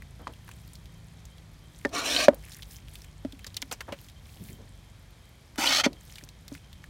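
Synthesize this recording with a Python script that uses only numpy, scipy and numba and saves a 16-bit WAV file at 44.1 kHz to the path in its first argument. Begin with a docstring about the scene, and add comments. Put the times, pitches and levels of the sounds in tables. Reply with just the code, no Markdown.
"""A long metal ladle digs twice through thick curry in a big aluminium pot, outdoors.
Each scoop is two pushes: the edge slips along the wall, ringing wall and bowl, and ends in a knock
that the food damps. The sticky mass smacks and crackles as films tear and bubbles burst, and flops
softly onto a leaf. Behind it: a low rumble, a far engine's hum and a thin insect note."""
import sys
import numpy as np
from scipy import signal
from scipy.fft import rfft, irfft, next_fast_len
from scipy.io import wavfile
from numba import njit

SR = 44100
rng = np.random.default_rng(int(sys.argv[2]) if len(sys.argv) > 2 else 0)


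def log_audio(samples):
    """Write samples as a 16-bit WAV file to the path given in sys.argv[1]."""
    # one column per channel
    frames = np.atleast_2d(samples).T
    # limit to full scale, then quantise
    limited = np.clip(frames, -1, 1)
    pcm = np.round(limited * 32767).astype(np.int16)
    wavfile.write(sys.argv[1], SR, pcm)


N = 303849
TIME_S = np.arange(N) / SR

# open-air spectrum: (frequency [Hz], gain [dB])
AIR_SPECTRUM = [(15, -35.5), (25, -13.5), (55, -1), (153, -11), (195, -14.5), (256, -21), (405, -26.5),
                (695, -28), (1480, -32.5), (2280, -31), (2910, -37.5), (3160, -31.5), (4490, -36.5),
                (12500, -47), (16000, -62.5)]
# far engine's run: (time [s], firing rate [Hz], level [dB])
ENGINE_RUN = [(0, 27.8, -50.5), (1, 27.4, -51.5), (2.3, 25.66, -57), (3.1, 24.95, -51.5), (4, 23.8, -64),
              (4.7, 23.6, -51.5), (6.89, 25, -60.5)]
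# engine lines: (multiple of the firing rate, gain [dB])
ENGINE_HARMONICS = [(2, 0.5), (3, -8.5), (4, -0.5), (5, -8), (6, -3.5), (7, -13)]
# lumps landing: (time [s], level [dB], upper edge [Hz], length [s])
LUMP_FLOPS = [(0.192, -47.5, 880, 0.044), (0.281, -50.5, 990, 0.033), (3.878, -40, 895, .035),
              (3.921, -38.5, 880, 0.016), (4.362, -49.5, 510, 0.011), (4.394, -44.5, 266, 0.063),
              (4.491, -48, 304, 0.048), (4.582, -50.5, 477, 0.059), (5.883, -47, 410, 0.065)]
# wet mass shifting: (peak time [s], crackle [dB], half length [s], sizzle [dB])
MASS_SHIFTS = [(.62, -65, .25, -78), (1.82, -61, .1, -81), (2.521, -55, .13, -71.5), (2.73, -56, .05, -56),
               (2.975, -58, .09, -70.5), (3.598, -66, .3, -81), (4.032, -59.5, .06, -66),
               (4.324, -60, .09, -68), (4.481, -56.5, .07, -57.5), (6.115, -57, .12, -78),
               (6.54, -57.5, .05, -77.5)]
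# clearest air pockets bursting: (time [s], relative level [dB], centre [Hz])
POCKET_POPS = [(0.022, -36.5, 2040), (0.3362, -40.5, 2960), (0.48, -36.5, 1820), (.4906, -32, 1255),
               (.5137, -38.5, 7500), (0.734, -39.5, 8750), (0.7545, -36.5, 4860), (.857, -41.5, 3770),
               (1.382, -42.5, 3330), (2.345, -35, 12600), (2.5195, -34.5, 4180), (2.5462, -37.5, 5900),
               (2.623, -33, 3470), (2.6307, -32, 3340), (2.9554, -31.5, 3320), (3.324, -35.5, 3640),
               (3.393, -36.5, 2300), (3.544, -34, 4120), (5.559, -31.5, 1260), (5.931, -38, 4250),
               (6.1574, -31, 3750), (6.1833, -33, 2610), (6.238, -35.5, 6060), (6.2897, -35.5, 4350),
               (6.4807, -31.5, 4200), (6.551, -31, 1890), (6.7298, -37, 3550), (6.841, -37, 1810)]
# sticky smacks: (time [s], relative level [dB], nominal centre [Hz], t60 [s], relative low part [dB])
FILM_SMACKS = [(3.4448, -22.5, 2376, 0.02, -10), (3.4662, -23, 5730, 0.045, -1),
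               (3.5672, -14.5, 4870, 0.037, -14), (3.6187, -20.5, 5830, 0.025, -21),
               (3.6239, -17.5, 2700, 0.027, -6), (3.7131, -24, 3900, 0.086, 5),
               (3.7239, -20.5, 7800, 0.053, 5.5), (3.8066, -20.5, 2100, 0.05, -11),
               (3.9235, -27.5, 3160, 0.09, -14)]
# loaded pot's modes: (frequency [Hz], gain [dB], t60 [s])
POT_MODES = [(254.8, -8.5, 0.094), (289, -4.5, 0.067), (410, -0.5, 0.03), (565, -1.5, 0.047),
             (780, -12, .04), (932, -12, .045), (1223, -13.5, 0.037), (1444, -18, 0.0401),
             (1920, -18.5, .035), (2335, -17, 0.027)]
# ladle hits: (time [s], level [dB], struck spot [Hz], spot t60 [s], whole pot [dB], crack [dB])
POT_KNOCKS = [(0.2705, -16, 1060, 0.0098, -22, -21.5), (0.2763, -27, 950, 0.013, -16.5, -11),
              (1.8498, -5.5, 1850, 0.0057, -19, -26), (1.8523, -19, 1790, 0.041, 2.5, -9),
              (2.283, 4.5, 582, 0.031, -13.5, -25.5), (2.334, -28, 565, 0.032, -15, -19),
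              (3.249, -21.5, 270, 0.065, -18, -21), (3.2495, -29, 613, 0.033, -24, -36),
              (3.331, -39.5, 273, 0.11, -13, -31), (3.626, -41, 269, 0.12, -7, -20),
              (3.926, -29, 562, 0.056, -10, -13), (5.584, -24.5, 280, 0.054, -5, 1.5),
              (5.8632, -13.5, 265, 0.025, -0.5, -33), (6.2300, -48.5, 300, 0.047, 0, -23.5),
              (6.518, -34.5, 280, 0.12, -5.5, -27)]
# ladle edge's modes: (frequency [Hz], waver [Hz], gain [dB])
EDGE_MODES = [(3114, 196, 7.5), (4100, 134, 7.5)]
# edge catching: (time [s], level [dB], length [s])
EDGE_CATCHES = [(2.1638, -17.5, 0.0021), (5.672, -21, 0.0051), (5.731, -28, 0.01)]
# rubbing spectrum: (frequency [Hz], gain [dB])
RUB_SPECTRUM = [(88, -42), (150, -15), (205, -7.5), (275, 0.5), (361, -13.5), (649, 2.5), (1060, -14),
                (1190, -1), (1830, -2), (2020, -8), (2220, 0), (3220, -6), (14500, -26.5), (16000, -35.5)]
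# wall modes under the ladle, per scoop: (frequency [Hz], width [Hz], gain [dB])
FIRST_WALL_MODES = [(668, 87, 2), (1122, 57, -7), (1820, 130, -6.5), (2476, 76, 0), (3062, 81, -4.5),
                    (3730, 84, -0.5), (4160, 180, 0.5), (5750, 600, -1.5), (6950, 99, -4.5),
                    (8500, 350, -11)]
SECOND_WALL_MODES = [(900, 180, 0), (1890, 88, -1), (2182, 39.4, 2), (2643, 35, -15), (3090, 180, 3),
                     (3454, 37, 8.5), (4380, 440, 2), (5210, 76, 2.5), (5570, 39, 3), (6110, 160, 1)]
# ladle pushes: (time [s], length [s], attack [s], release t60 [s], full-pressure grind [dB], swell [dB],
# treble [dB], bowl start [Hz], full-pressure bowl [Hz], bowl share [dB], scoop)
LADLE_PUSHES = [(1.907, 0.086, 0.081, 0.3, -30.5, 1, -42.5, 1240, 1190, -3.5, "first"),
                (2.018, 0.23, 0.044, 0.09, -27.5, 6, -42, 2016, 4440, -3, "first"),
                (5.576, 0.2307, 0.0065, 0.046, -22, 13.5, -38.5, 1200, 4530, -6, "second"),
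                (5.834, .025, .007, 0.049, -24, 1, -46, 2960, 2170, -1.5, "second")]


def undb(db):
    """Decibels to gain."""
    return 10 ** (np.asarray(db) / 20)


def unit(x):
    """Scale to rms 1."""
    return x / np.sqrt(np.mean(x ** 2) + 1e-18)


def add(track, at_s, sound):
    """Mix a sound into the track."""
    start = max(int(at_s * SR), 0)
    track[start:start + len(sound)] += sound[:N - start]


def fade(t, t60_s):
    """Exponential decay, 60 dB down after t60_s."""
    return np.exp(-np.log(1000) * t / max(t60_s, .002))


def bump(at_s, half_s):
    """Gaussian swell peaking at at_s."""
    return np.exp(-((TIME_S - at_s) / half_s) ** 2)


def walk(rate_hz, size):
    """Random drift, spread near 1."""
    knots = np.arange(size) * rate_hz / SR
    return np.interp(knots, np.arange(4096), rng.standard_normal(4096))


def grains(size, rate_hz, spread_db):
    """Random clicks, a few much stronger than the rest."""
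    fires = rng.random(size) < rate_hz / SR
    strength = np.minimum(rng.exponential(size=size), 4)
    return fires * rng.choice([-1, 1], size) * undb(spread_db * strength)


def band(x, hz, width_hz):
    """One resonance, gain 1 at its centre."""
    hz = min(hz, .42 * SR)
    return signal.lfilter(*signal.iirpeak(hz, hz / min(width_hz, SR / 3), fs=SR), x)


@njit
def glide(x, hz, width_hz):
    """Resonance with per-sample centre and width."""
    y, state, low = np.empty(len(x)), 0., 0.
    for i in range(len(x)):
        g = np.tan(np.pi * min(hz[i] / SR, .45))
        damping = width_hz[i] / hz[i]
        ring = (state + g * (x[i] - low)) / (1 + g * (g + damping))
        state, low = 2 * ring - state, low + 2 * g * ring
        y[i] = damping * ring
    return y


def between(x, low_hz, high_hz, order=2):
    """Band-pass between two edges."""
    return signal.sosfilt(signal.butter(order, [low_hz, high_hz], "band", fs=SR, output="sos"), x)


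def colour(x, spectrum):
    """Filter by a table of (frequency [Hz], gain [dB])."""
    hz, db = np.transpose(spectrum)
    size = next_fast_len(len(x))
    bins_hz = np.maximum(np.arange(size // 2 + 1) * SR / size, 1)
    gain = undb(np.interp(np.log(bins_hz), np.log(hz), db))
    return irfft(rfft(x, size) * gain, size)[:len(x)]


def split(x):
    """Body, middle and treble, in phase, each at rms 1."""
    body, below = (signal.sosfiltfilt(signal.butter(3, hz, fs=SR, output="sos"), x)
                   for hz in (1000, 7000))
    return unit(body), unit(below - body), unit(x - below)


def open_air(level_db=-50, lull_s=5.27, lull_db=-6.5):
    """Distant hiss over a rumble that ebbs once."""
    air = unit(colour(rng.standard_normal(N), AIR_SPECTRUM)) * undb(level_db)
    air = signal.sosfilt(signal.butter(4, 35, "high", fs=SR, output="sos"), air)
    rumble = signal.sosfiltfilt(signal.butter(2, 220, fs=SR, output="sos"), air)
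    hiss = air - rumble
    return hiss + rumble * undb(-.05 + lull_db * bump(lull_s, half_s=.5))


def engine():
    """A far engine hums on low harmonics, each wavering by itself."""
    times_s, firing_hz, level_db = np.transpose(ENGINE_RUN)
    phase = 2 * np.pi * np.cumsum(np.interp(TIME_S, times_s, firing_hz)) / SR
    hum = sum(undb(db + 4.2 * walk(2.1, N)) * np.sin(k * phase + .5 * walk(2.5, N))
              for k, db in ENGINE_HARMONICS)
    return unit(hum) * undb(np.interp(TIME_S, times_s, level_db))


def insect(hz=3150, width_hz=130, period_s=.358, jitter_s=.015, chirp_db=-67, trill_db=-81):
    """A far insect: brief, near-even chirps over a faint trill."""
    note = unit(band(band(rng.standard_normal(N), hz, width_hz), hz, width_hz))
    times_s = np.arange(.235, N / SR, period_s)
    scatter = rng.standard_normal((len(times_s), 2))
    chirps = sum(undb(chirp_db + 2 * loud) * bump(at_s + jitter_s * late, half_s=.024)
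                 for at_s, (loud, late) in zip(times_s, scatter))
    return note * (chirps + undb(trill_db + 5 * walk(9, N)))


def flops():
    """Soft lumps land: a dull patter swells and dies."""
    out, t = np.zeros(N), np.arange(SR // 3) / SR
    for at_s, db, edge_hz, length_s in LUMP_FLOPS:
        age = 3 * t / length_s
        patter = unit(between(grains(len(t), 2500, 2.8), 97, edge_hz))
        add(out, at_s, undb(db) * patter * age * np.exp(1 - age))
    return out


def unrest(rest_db=-70):
    """Food motion as a gain: the hot mass never quite settles and swells at each shift."""
    shift_power = sum((undb(db) * bump(at_s, half_s)) ** 2 for at_s, db, half_s, _ in MASS_SHIFTS)
    return np.sqrt(undb(rest_db) ** 2 + shift_power)


def fizz(mist_db=-4):
    """Tiny bubbles burst over a wet hiss; gravy sizzles as it peels off the metal."""
    bubbles = sum(unit(band(grains(N, 30, 4.2), hz, .14 * hz)) for hz in np.geomspace(1800, 12500, 12))
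    mist = unit(between(grains(N, 4000, 2.2), 2100, 12000, order=1))
    peeling = sum(undb(db) * bump(at_s, half_s) for at_s, _, half_s, db in MASS_SHIFTS)
    sizzle = unit(between(grains(N, 2500, 2), 9500, 17000)) * peeling
    return (unit(bubbles) + undb(mist_db) * mist) * unrest() + sizzle


def tear(size, snap_db):
    """A sticky film gives way: one snap, then tiny clicks."""
    clicks = unit(grains(size, 7000, 2.8))
    clicks[0] += undb(snap_db)
    return clicks


def faint_pops(rate_hz=3, db=-40, centre_hz=3800):
    """Random rows like POCKET_POPS, crowding where the food moves."""
    moved = np.cumsum(unrest() ** 2)
    draws = rng.random((int(rate_hz * N / SR), 3))
    return [(np.interp(when, moved / moved[-1], TIME_S),
             db + 3 * (2 * loud - 1),
             centre_hz * 2 ** (2 * pitch - 1)) for when, loud, pitch in draws]


def pops(gain_db=-10, spray_db=-9, t60_s=.03):
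    """Air pockets burst in the gravy and ring briefly."""
    out, t = np.zeros(N), np.arange(SR // 10) / SR
    for at_s, db, hz in POCKET_POPS + faint_pops():
        clicks = tear(len(t), snap_db=18)
        pocket = unit(band(clicks, hz, .25 * hz))
        spray = undb(spray_db) * unit(between(clicks, 2200, 17000, order=1))
        add(out, at_s, undb(db + gain_db) * (pocket + spray) * fade(t, t60_s))
    return out


def pot_ring(x):
    """The pot's modes, driven by x."""
    return sum(undb(db) * band(x, hz, np.log(1000) / np.pi / t60_s) for hz, db, t60_s in POT_MODES)


def smacks(gain_db=-12, low_gain_db=-5, spray_db=-15, fall_s=.0058):
    """Sticky films tear; each opens an air pocket whose pitch drops as it widens."""
    out, t = np.zeros(N), np.arange(SR // 10) / SR
    pitch_ratio = .61 + .41 * np.exp(-t / fall_s)
    for at_s, db, hz, t60_s, low_db in FILM_SMACKS:
        clicks = tear(len(t), snap_db=7)
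        pocket_hz = hz * pitch_ratio
        pocket = unit(glide(clicks, pocket_hz, .42 * pocket_hz))
        low = undb(low_db + low_gain_db) * unit(between(clicks, 390, 1700, order=1) + pot_ring(clicks))
        spray = undb(spray_db) * unit(between(clicks, 5750, 19000, order=1))
        add(out, at_s, undb(db + gain_db) * (pocket + low + spray) * fade(t, t60_s))
    return out


def knocks(contact_s=.0005, crack_t60_s=.022, tail_db=-36, tail_t60_s=.22):
    """The ladle hits the pot: the struck spot rings, the whole pot thuds, the metal cracks."""
    out, t = np.zeros(N), np.arange(SR // 3) / SR
    cushion = 1 - np.exp(-t / contact_s)  # gravy film softens the blow
    for at_s, db, spot_hz, spot_t60_s, pot_db, crack_db in POT_KNOCKS:
        spot = np.sin(2 * np.pi * spot_hz * t) * fade(t, spot_t60_s)
        thud = sum(undb(mode_db) * np.sin(2 * np.pi * hz * (1 + .016 * rng.standard_normal()) * t)
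                   * fade(t, t60_s) for hz, mode_db, t60_s in POT_MODES)
        crack = unit(band(band(rng.standard_normal(len(t)), 1391, 2600), 1800, 4290))
        crack *= fade(t, crack_t60_s)
        tail = unit(between(rng.standard_normal(len(t)), 170, 650)) * fade(t, tail_t60_s)
        ring = spot + undb(pot_db) * thud + undb(tail_db) * tail
        add(out, at_s, undb(db) * (cushion * ring + undb(crack_db) * crack))
    # little radiation below the lowest mode
    return signal.sosfilt(signal.butter(5, 175, "high", fs=SR, output="sos"), out)


def wall_ring(slips, modes):
    """Wall modes swell as the edge crosses their nodes and drift as the food shifts."""
    size = len(slips)
    ring = np.zeros(size)
    for hz, width_hz, db in modes:
        swell = undb(db + 4 * walk(30, size))
        drifting_hz = hz * (1 + .025 * walk(25, size))
        ring += swell * glide(slips, drifting_hz, np.full(size, float(width_hz)))
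    return unit(ring + undb(.5) * band(slips, 295, 45))


def rubbing(slips, t, shimmer_db=-2, rim_gain=.524):
    """Slips, the shimmer of the thin metal's many weak modes, and a bending wave back from the rim."""
    shimmer = signal.fftconvolve(slips, rng.standard_normal(len(t)) * fade(t, .05))[:len(t)]
    rub = colour(unit(slips) + undb(shimmer_db) * unit(shimmer), RUB_SPECTRUM)
    rim_delay_s = np.linspace(.0024, .0014, len(t))  # shortens as the contact climbs
    return unit(rub + rim_gain * np.interp(t - rim_delay_s, t, rub))


def scrape(push, wall_modes, ring_db, slip_rate_hz=5000, grit_db=2.8, body_db=-37.5):
    """Dense edge slips ring wall and bowl; rising pressure swells the grind and retunes the bowl."""
    length_s, attack_s, release_s, grind_db, swell_db, treble_db, from_hz, to_hz, bowl_db = push
    t = np.arange(0, length_s + release_s, 1 / SR)
    onset = np.sin(np.pi / 2 * np.minimum(t / attack_s, 1)) ** 2
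    contact = onset * fade(np.maximum(t - length_s, 0), release_s)
    pressure = 1 - np.exp(-t / (.34 * length_s))
    slips = grains(len(t), slip_rate_hz, grit_db) * undb(1.7 * walk(160, len(t)))
    body, middle, treble = split(undb(ring_db) * wall_ring(slips, wall_modes) + rubbing(slips, t))
    bowl_hz = from_hz * (to_hz / from_hz) ** pressure * (1 + .04 * walk(90, len(t)))
    bowl_slips = grains(len(t), slip_rate_hz, grit_db)
    bowl = unit(glide(bowl_slips, bowl_hz, .12 * bowl_hz) / np.sqrt(bowl_hz))
    share = undb(bowl_db)
    grind = (middle + share * bowl) / np.hypot(1, share) * undb(grind_db - swell_db * (1 - pressure))
    # light contact is dull: body first in, last out
    return (body * undb(body_db) * np.sqrt(contact) + grind * contact
            + treble * undb(treble_db) * contact ** 1.25)


def edge_catch(length_s, t60_s=.033):
    """The edge catches: its modes start at once and hold while it judders."""
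    t = np.arange(SR // 25) / SR
    hold = fade(np.maximum(t - length_s, 0), t60_s) * undb(1.2 * walk(770, len(t)))
    judder = sum(undb(db) * np.sin(2 * np.pi * np.cumsum(hz + waver_hz * walk(600, len(t))) / SR)
                 for hz, waver_hz, db in EDGE_MODES)
    return unit(judder) * hold


def ladle(first_ring_db=.5, second_ring_db=3, pot_db=-5):
    """Two scoops of two pushes, with catches; the pot rings on faintly."""
    out = np.zeros(N)
    walls = {"first": (FIRST_WALL_MODES, first_ring_db), "second": (SECOND_WALL_MODES, second_ring_db)}
    for at_s, *push, scoop in LADLE_PUSHES:
        add(out, at_s, scrape(push, *walls[scoop]))
    for at_s, db, length_s in EDGE_CATCHES:
        add(out, at_s, undb(db) * edge_catch(length_s))
    return out + undb(pot_db) * pot_ring(out)


def scene():
    """Mono mix, no echo."""
    pot_and_food = ladle() + knocks() + smacks() + pops() + fizz() + flops()
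    background = engine() + insect() + open_air()
    return (pot_and_food + background)[None]


def record(dry):
    """The hardest knock overloads the microphone; the top is cut."""
    ceiling, top_hz = .73, 15800
    clipped = np.clip(dry, -ceiling, ceiling)
    return signal.sosfilt(signal.ellip(8, .2, 70, top_hz, fs=SR, output="sos"), clipped)


dry = scene()
out = record(dry)
log_audio(out)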